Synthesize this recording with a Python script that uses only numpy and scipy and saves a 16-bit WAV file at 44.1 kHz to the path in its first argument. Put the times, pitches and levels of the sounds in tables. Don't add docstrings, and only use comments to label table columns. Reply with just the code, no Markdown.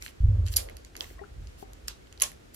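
import sys
import numpy as np
from scipy import signal
from scipy.fft import rfft, irfft
from scipy.io import wavfile

SR = 44100
rng = np.random.default_rng(int(sys.argv[2]) if len(sys.argv) > 2 else 0)


def decibels_to_gain(level_db):
    exponent = np.asarray(level_db, float) / 20
    return 10 ** exponent


def store_wav(level_fs):
    pcm = np.round(np.clip(np.atleast_2d(level_fs), -1, 1) * 32767)
    wavfile.write(sys.argv[1], SR, pcm.T.astype(np.int16))


N = 112454


def rms_one(x):
    return x / np.sqrt(np.mean(x ** 2) + 1e-20)


def drift(rate_hz):
    step = 40
    pole = np.exp(-2 * np.pi * rate_hz * step / SR)
    noise = rng.standard_normal(N // step + 2002)
    slow = signal.lfilter([1], [1, -2 * pole, pole * pole], noise)[2000:]
    return np.interp(np.arange(N) / step, np.arange(len(slow)), rms_one(slow))


def colour(x, points):
    hz, db = np.transpose(points)
    f = np.arange(N // 2 + 1) * SR / N + 1
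    gain = decibels_to_gain(np.interp(np.log(f), np.log(hz), db))
    return rms_one(irfft(rfft(x) * gain, N))


def band(x, low_hz, high_hz):
    edges = [low_hz, min(high_hz, .45 * SR)]
    return signal.sosfilt(signal.butter(2, edges, "band", fs=SR, output="sos"), x)


def low_pass(x, order, hz):
    return signal.sosfilt(signal.butter(order, hz, fs=SR, output="sos"), x)


def train(s, sizes):
    at = np.clip((s * SR).astype(int), 0, N - 1)
    return np.bincount(at.ravel(), np.ravel(sizes), N)


def ring(clicks, hz, t60):
    r, w = decibels_to_gain(-60 / (t60 * SR)), 2 * np.pi * hz / SR
    return signal.lfilter([0, np.sin(w)], [1, -2 * r * np.cos(w), r * r], clicks + 1e-18)


# (frequency [Hz], density [dB per Hz])
AIR_MID = [(18, -45.5), (30, -6), (66, -0.5), (187, -14), (307, -12), (945, -27.5), (1510, -25.5),
           (6890, -34), (15500, -46.5)]
AIR_SIDE = [(18, -40.5), (30, -9), (69, -1.5), (160, -13.5), (420, -6), (945, -19), (1400, -17),
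            (7080, -31), (15500, -40.5)]


def air():
    mid = decibels_to_gain(-55.5 + 0.5 * drift(18)) * colour(rng.standard_normal(N), AIR_MID)
    side = decibels_to_gain(-57.5 + 1.1 * drift(4.6)) * colour(rng.standard_normal(N), AIR_SIDE)
    return np.array([mid + side, mid - side])


def room(x):
    room_t60_s, scatter_t60_s = 0.2, .08
    t = np.arange(SR // 2) / SR
    white = rng.standard_normal((2, len(t)))
    dull = low_pass(white, 1, 6400)
    tail = dull * decibels_to_gain(-60 * t / room_t60_s) + .25 * white * decibels_to_gain(-60 * t / scatter_t60_s)
    tail *= np.clip(.25 + t / .02, 0, 1)
    return signal.fftconvolve(x, tail / np.sqrt(np.sum(tail ** 2) / 2), axes=1)[:, :N]


def blurred(x):
    swing = low_pass(rng.standard_normal(N), 1, 600)
    return x * np.tanh(2 * rms_one(swing))


# (time [s], level [dB])
SWAY = [(0, -48.5), (.17, -70.5), (.6, -35), (.69, -42.5), (.86, -58), (1.15, -45), (1.28, -55),
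        (1.38, -45), (1.5, -42), (1.6, -57.5), (1.77, -48), (1.9, -54.5), (2.1, -74), (2.21, -51),
        (2.55, -61)]


def sway():
    hum = band(rng.standard_normal(N + SR), 43.5, 67.2)[SR:]
    level_db = np.interp(np.arange(N) / SR, *np.transpose(SWAY))
    return decibels_to_gain(np.minimum(level_db, -43)) * rms_one(hum)


# (time [s], level [dB], direction [+1 or -1])
BUMPS = [
    (.202, -24, 1),
    (.217, -27, 1),
    (.2308, -21.8, -1),
    (.239, -16, 1),
    (.2486, -17.9, 1),
    (.2828, -15.5, -1),
]
# (frequency [Hz], level [dB], decay t60 [s])
TABLE_MODES = [(41.9, -16, 2.0), (55.6, -9.5, 2.0), (64.2, 5.8, .53), (82.3, -8.5, 2.0), (87.8, -6.7, 1.9),
               (100.9, -2.8, .78), (222, -16, .25)]


def table():
    hand_rests_s, hand_t60_s = .52, .4
    s, db, direction = np.transpose(BUMPS)
    push = low_pass(train(s, decibels_to_gain(db) * np.sign(direction)), 4, 155)
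    boom = sum(decibels_to_gain(db - 5.5) * ring(push, hz, t60) for hz, db, t60 in TABLE_MODES)
    hand = decibels_to_gain(-60 * np.maximum(np.arange(N) / SR - hand_rests_s, 0) / hand_t60_s)
    return hand * boom


# (start [s], length [s], level
# [dB], centre frequency [Hz], width [octaves])
RUBS = [(.001, 0.13, -48.5, 5700, 2.6), (.01, 0.044, -48.5, 2280, 0.22), (0.188, 0.44, -50, 435, 1.15),
        (0.45, 0.063, -48.5, 3430, 2.7), (0.514, 0.045, -40, 9500, 4.3), (.49, 0.052, -53.5, 9100, 2.3),
        (0.517, 0.36, -48.5, 537, 0.86), (0.93, 0.18, -50.5, 503, 1.3), (0.941, 0.28, -54.5, 2970, 3.16),
        (0.978, 0.12, -51, 11100, 1.15), (1.059, 0.12, -55.5, 10900, 2.05), (1.28, 0.27, -46, 93, 0.61),
        (1.368, 0.38, -69.5, 4600, 2.04), (1.571, 0.088, -56, 10640, 5.5), (1.872, 0.025, -45.5, 6000, 3.4),
        (2.207, 0.05, -45.5, 700, 1.85), (0.21, 0.29, -47.5, 218.5, 0.32), (1.68, 0.099, -55.5, 583, 0.87),
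        (2.532, 0.16, -41, 9300, 2.1)]


def rub():
    grains_per_s, grain_spread_db, smooth = 3700, 1.5, .35
    born = rng.random(N) < grains_per_s * decibels_to_gain(3.0 * drift(40)) / SR
    size = decibels_to_gain(grain_spread_db * np.minimum(rng.exponential(1, N), 4))
    grains = born * size * rng.choice([-1, 1], N)
    grit = rms_one(np.array([np.roll(grains, 30), grains]))
    grit = grit + smooth * rng.standard_normal((2, N))
    out, t = np.zeros((2, N)), np.arange(N) / SR
    for s, length, db, hz, octaves in RUBS:
        on = (t >= s) & (t < s + length)
        swell = np.sin(np.pi * ((t[on] - s) / length) ** .7) ** 1.8
        half = 2 ** (octaves / 2)
        out[:, on] += decibels_to_gain(db) * swell * rms_one(band(grit[:, on], hz / half, hz * half))
    return out


# (time [s], peak level [dB],
# frequency [Hz], decay t60 [s])
TAPS = [(1.11, -43.5, 408, 0.025), (1.182, -53.5, 1077, 0.1), (1.191, -46, 1910, 0.043),
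        (1.192, -47, 672, 0.12), (1.213, -39.5, 404, 0.13), (1.215, -42.5, 803, 0.085),
        (1.237, -44.5, 1367, 0.042), (1.242, -44, 1490, 0.014), (1.626, -37.5, 766, 0.049),
        (1.626, -41, 414, 0.042), (2.22, -35.5, 1760, 0.03), (2.221, -38, 1080, 0.075),
        (2.223, -40, 593, 0.088)]


def taps():
    x = np.zeros(N)
    for s, db, hz, t60 in TAPS:
        mode = ring(train(np.array([s]), [decibels_to_gain(db)]), hz, t60)
        softened = signal.lfilter([.1], [1, -.9], mode)
        x += softened * np.hypot(1, hz / 740)
    return np.array([decibels_to_gain(6.5) * np.roll(x, 30), decibels_to_gain(-3.5) * x])


LEAD_S = .0025


def knock(modes, fav_hz, bright_db, favour_db, crack_db, count):
    chatter_s, lag_s = .0012, .0007
    bright_from_hz, favour_oct = 7000, .55
    lead_db, crack_t60_s, crack_oct = -17, .007, 2
    t = np.arange(SR // 30) / SR - LEAD_S
    hz, width_hz, db = np.transpose(modes)[..., None]
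    nearness = np.exp(-(np.log2(hz / fav_hz) / favour_oct) ** 2)
    db = db + favour_db * (nearness - 1) + bright_db * (hz > bright_from_hz)
    turn = np.arctan(np.clip(np.tan(np.pi * hz * lag_s), -1.5, 1.5))
    port = np.array([1, 0])[:, None, None]
    out = np.zeros((2, len(t)))
    for k in range(count):
        since = t - chatter_s * k / count * rng.uniform(0.8, 1.3)
        heard = np.maximum(since - port * lag_s, 0)
        spread_db = 2.5 * rng.standard_normal(hz.shape)
        size = decibels_to_gain(db - 7.8 * k + spread_db) / np.cos(turn)
        phase = 2 * np.pi * (hz * since + rng.random(hz.shape))
        wave = np.sin(phase + (1 - 2 * port) * turn)
        envelope = np.minimum(heard / 0.00019, 1) * np.exp(-np.pi * width_hz * heard)
        out += np.sum(size * wave * envelope, axis=1)
    graze = decibels_to_gain(lead_db) * (1 + t / LEAD_S)
    strike = np.minimum(decibels_to_gain(lead_db) + t / 0.00024, 1) * decibels_to_gain(-60 * t / crack_t60_s)
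    burst = np.where(t < 0, graze, strike) * rng.standard_normal(len(t))
    edges = fav_hz * 2 ** (np.array([-.5, .5]) * crack_oct)
    crack = band(band(burst, *edges), *edges)
    crack = crack + decibels_to_gain(bright_db - 9.5) * band(burst, bright_from_hz, 26000)
    crack = np.array([np.roll(crack, int(lag_s * SR)), crack])
    out = band(out + decibels_to_gain(crack_db) * crack, 700, SR)
    return out / np.abs(out.mean(axis=0)).max()


def clamp(rows, modes, favour_db, crack_db, count):
    out = np.zeros((2, N + SR))
    for s, db, hz, bright_db in rows:
        one = knock(modes, hz, bright_db, favour_db, crack_db, count)
        i = int((s - LEAD_S) * SR)
        out[:, i:i + one.shape[1]] += decibels_to_gain(db) * one
    pan_db = -2.5
    return out[:, :N] * decibels_to_gain(np.array([[.5], [-.5]]) * pan_db)


# (time [s], peak level [dB], favoured frequency [Hz], brightness [dB])
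KNOCKS = [(0.0235, -30.5, 6100, 0), (0.0628, -29, 2120, -12.5), (0.0798, -37, 3900, -18.5),
          (0.4652, -34, 4690, 0.5), (0.4757, -34.5, 2920, 3.5), (0.4833, -34.5, 5360, -8),
          (.522, -37, 13630, -4), (0.5388, -29, 4300, -9), (0.5885, -38, 4140, -4.5),
          (0.9535, -34.5, 2100, -9), (.975, -40.5, 7000, -5), (0.9658, -30.5, 5500, 2.5),
          (1.0424, -39.5, 2130, -7), (2.1997, -29.5, 4370, 1.5), (2.2075, -30, 6200, 0),
          (2.2148, -29.5, 4000, 2.5), (2.5375, -60, 6960, -4), (2.545, -36, 12800, -6)]
TICKS = [(0.6876, -38, 1570, -21), (0.6974, -39.5, 1740, 5), (0.7684, -36, 4470, 6),
         (0.848, -37.5, 6480, -5.5), (1.1027, -46.5, 2180, -10), (1.4716, -42.5, 4800, -20),
         (1.7205, -58, 2500, -8), (1.733, -41, 5470, 3.5), (2.0713, -51, 3670, -4),
         (2.1256, -45.5, 2600, -10), (2.126, -41.5, 5600, -6), (2.176, -45, 4380, -12),
         (2.317, -41, 1700, 7)]
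# (frequency [Hz], level [dB])
CLAMP_MODES = [(1130, -3.5), (1750, -18), (2120, 4), (2600, -9), (3220, 2), (3950, 0.5), (4900, -3.5),
               (5830, -5), (6650, -2.5), (8500, -4), (10600, -5), (11270, 10.5), (12800, -3), (13500, -6.5)]


def loose_rattle():
    t60_s = .007
    width_hz = np.log(1000) / np.pi / t60_s
    modes = [(hz, width_hz, db) for hz, db in CLAMP_MODES]
    return clamp(KNOCKS, modes, 15, -0.5, count=2) + clamp(TICKS, modes, 15, -0.5, count=1)


# (time [s], peak level [dB], favoured frequency [Hz], brightness [dB])
SLAM_A = [(.5603, -31, 4000, -4), (.5618, -20, 6700, 0), (.563, -19, 6700, 0), (.5642, -16, 6700, 2),
          (.5663, -13, 11300, 0), (.5673, -10, 4870, 0), (.5688, -14, 11300, 0), (.5703, -16, 4870, 0),
          (.5745, -27, 6700, 0), (.5768, -25, 6000, 2), (.579, -27, 8700, 0)]
SLAM_B = [
    (1.0076, -20.5, 4800, -6),
]
SLAM_C = [
    (1.8815, -23, 4000, -2),
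    (1.8822, -21, 6000, 0),
    (1.884, -29, 4000, -6),
    (1.888, -36, 12000, 0),
]
SLAM_D = [
    (2.2175, -28, 6670, -4),
    (2.2192, -12, 4800, 2),
    (2.2203, -14, 2300, 2),
    (2.2218, -13, 6670, -2),
    (2.223, -13, 2850, 2),
    (2.2255, -22, 14000, -2),
    (2.228, -24, 3000, 0),
]
SLAM_E = [
    (2.2347, -18, 5500, -5),
    (2.2382, -20, 6200, -6),
    (2.2398, -26, 7000, -2),
]
# (frequency [Hz], bandwidth [Hz], level [dB])
POSE_A = [(3167, 62, -22.5), (3976, 140, -10), (4867, 93, -9), (5793, 260, -5), (6870, 150, -2.5),
          (9400, 80, -8.5), (10320, 280, -17), (10580, 310, -24.5), (10750, 86, -9), (11240, 190, 5),
          (12360, 48, -12), (12800, 80, -29), (13520, 61, -10.5), (15320, 100, -19.5)]
POSE_B = [(1060, 180, -30), (3360, 150, 6), (4998, 430, 0), (7200, 290, -18), (9150, 220, -34),
          (9700, 170, -18), (11500, 340, -25)]
POSE_C = [(1200, 200, -13), (2000, 250, -7), (3130, 220, -5), (4170, 400, 2), (5120, 250, -2),
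          (6010, 350, 3), (7630, 300, -3), (8260, 250, -7), (9050, 240, -6), (10300, 350, -3),
          (11900, 500, 4), (12800, 300, 1), (14100, 290, -16)]
POSE_D = [(2128, 160, -10.5), (2990, 480, 4.5), (5830, 110, -6), (6644, 217, 1), (7720, 130, -11.5),
          (8400, 170, -11.5), (10300, 120, -3.5), (10700, 120, -2), (10900, 77, -7), (11430, 99, -9.5),
          (11150, 190, -23.5), (13650, 140, -8), (14870, 230, -12), (15200, 59, -16)]
POSE_E = [(1210, 200, -10), (3210, 250, -5), (4490, 250, -7), (5490, 250, -3), (6180, 250, 0),
          (7100, 250, -5), (8720, 250, -8), (10800, 260, -3), (13000, 250, -9), (14600, 250, -11)]


def jaw_slams():
    damping = 1.7
    slams = [(SLAM_A, POSE_A), (SLAM_B, POSE_B), (SLAM_C, POSE_C), (SLAM_D, POSE_D), (SLAM_E, POSE_E)]
    out = np.zeros((2, N))
    for blows, pose in slams:
        out += clamp(blows, np.array(pose) * [1, damping, 1], 7, -3.5, count=1)
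    return out


def scene():
    hard, soft = loose_rattle() + jaw_slams(), taps()
    low = table() + sway()
    low = np.array([decibels_to_gain(-.5) * low, decibels_to_gain(.5) * np.roll(low, 12)])
    reflected = decibels_to_gain(-8.5) * room(blurred(hard) + 0.45 * soft)
    return air() + low + rub() + soft + hard + reflected


def top_cut(x):
    return signal.sosfilt(signal.butter(12, 16470, fs=SR, output="sos"), x)


def record(dry):
    mix = signal.sosfilt(signal.cheby2(10, 50, 16500, fs=SR, output="sos"), dry)
    return top_cut(mix)


dry = scene()
out = record(dry)
store_wav(out)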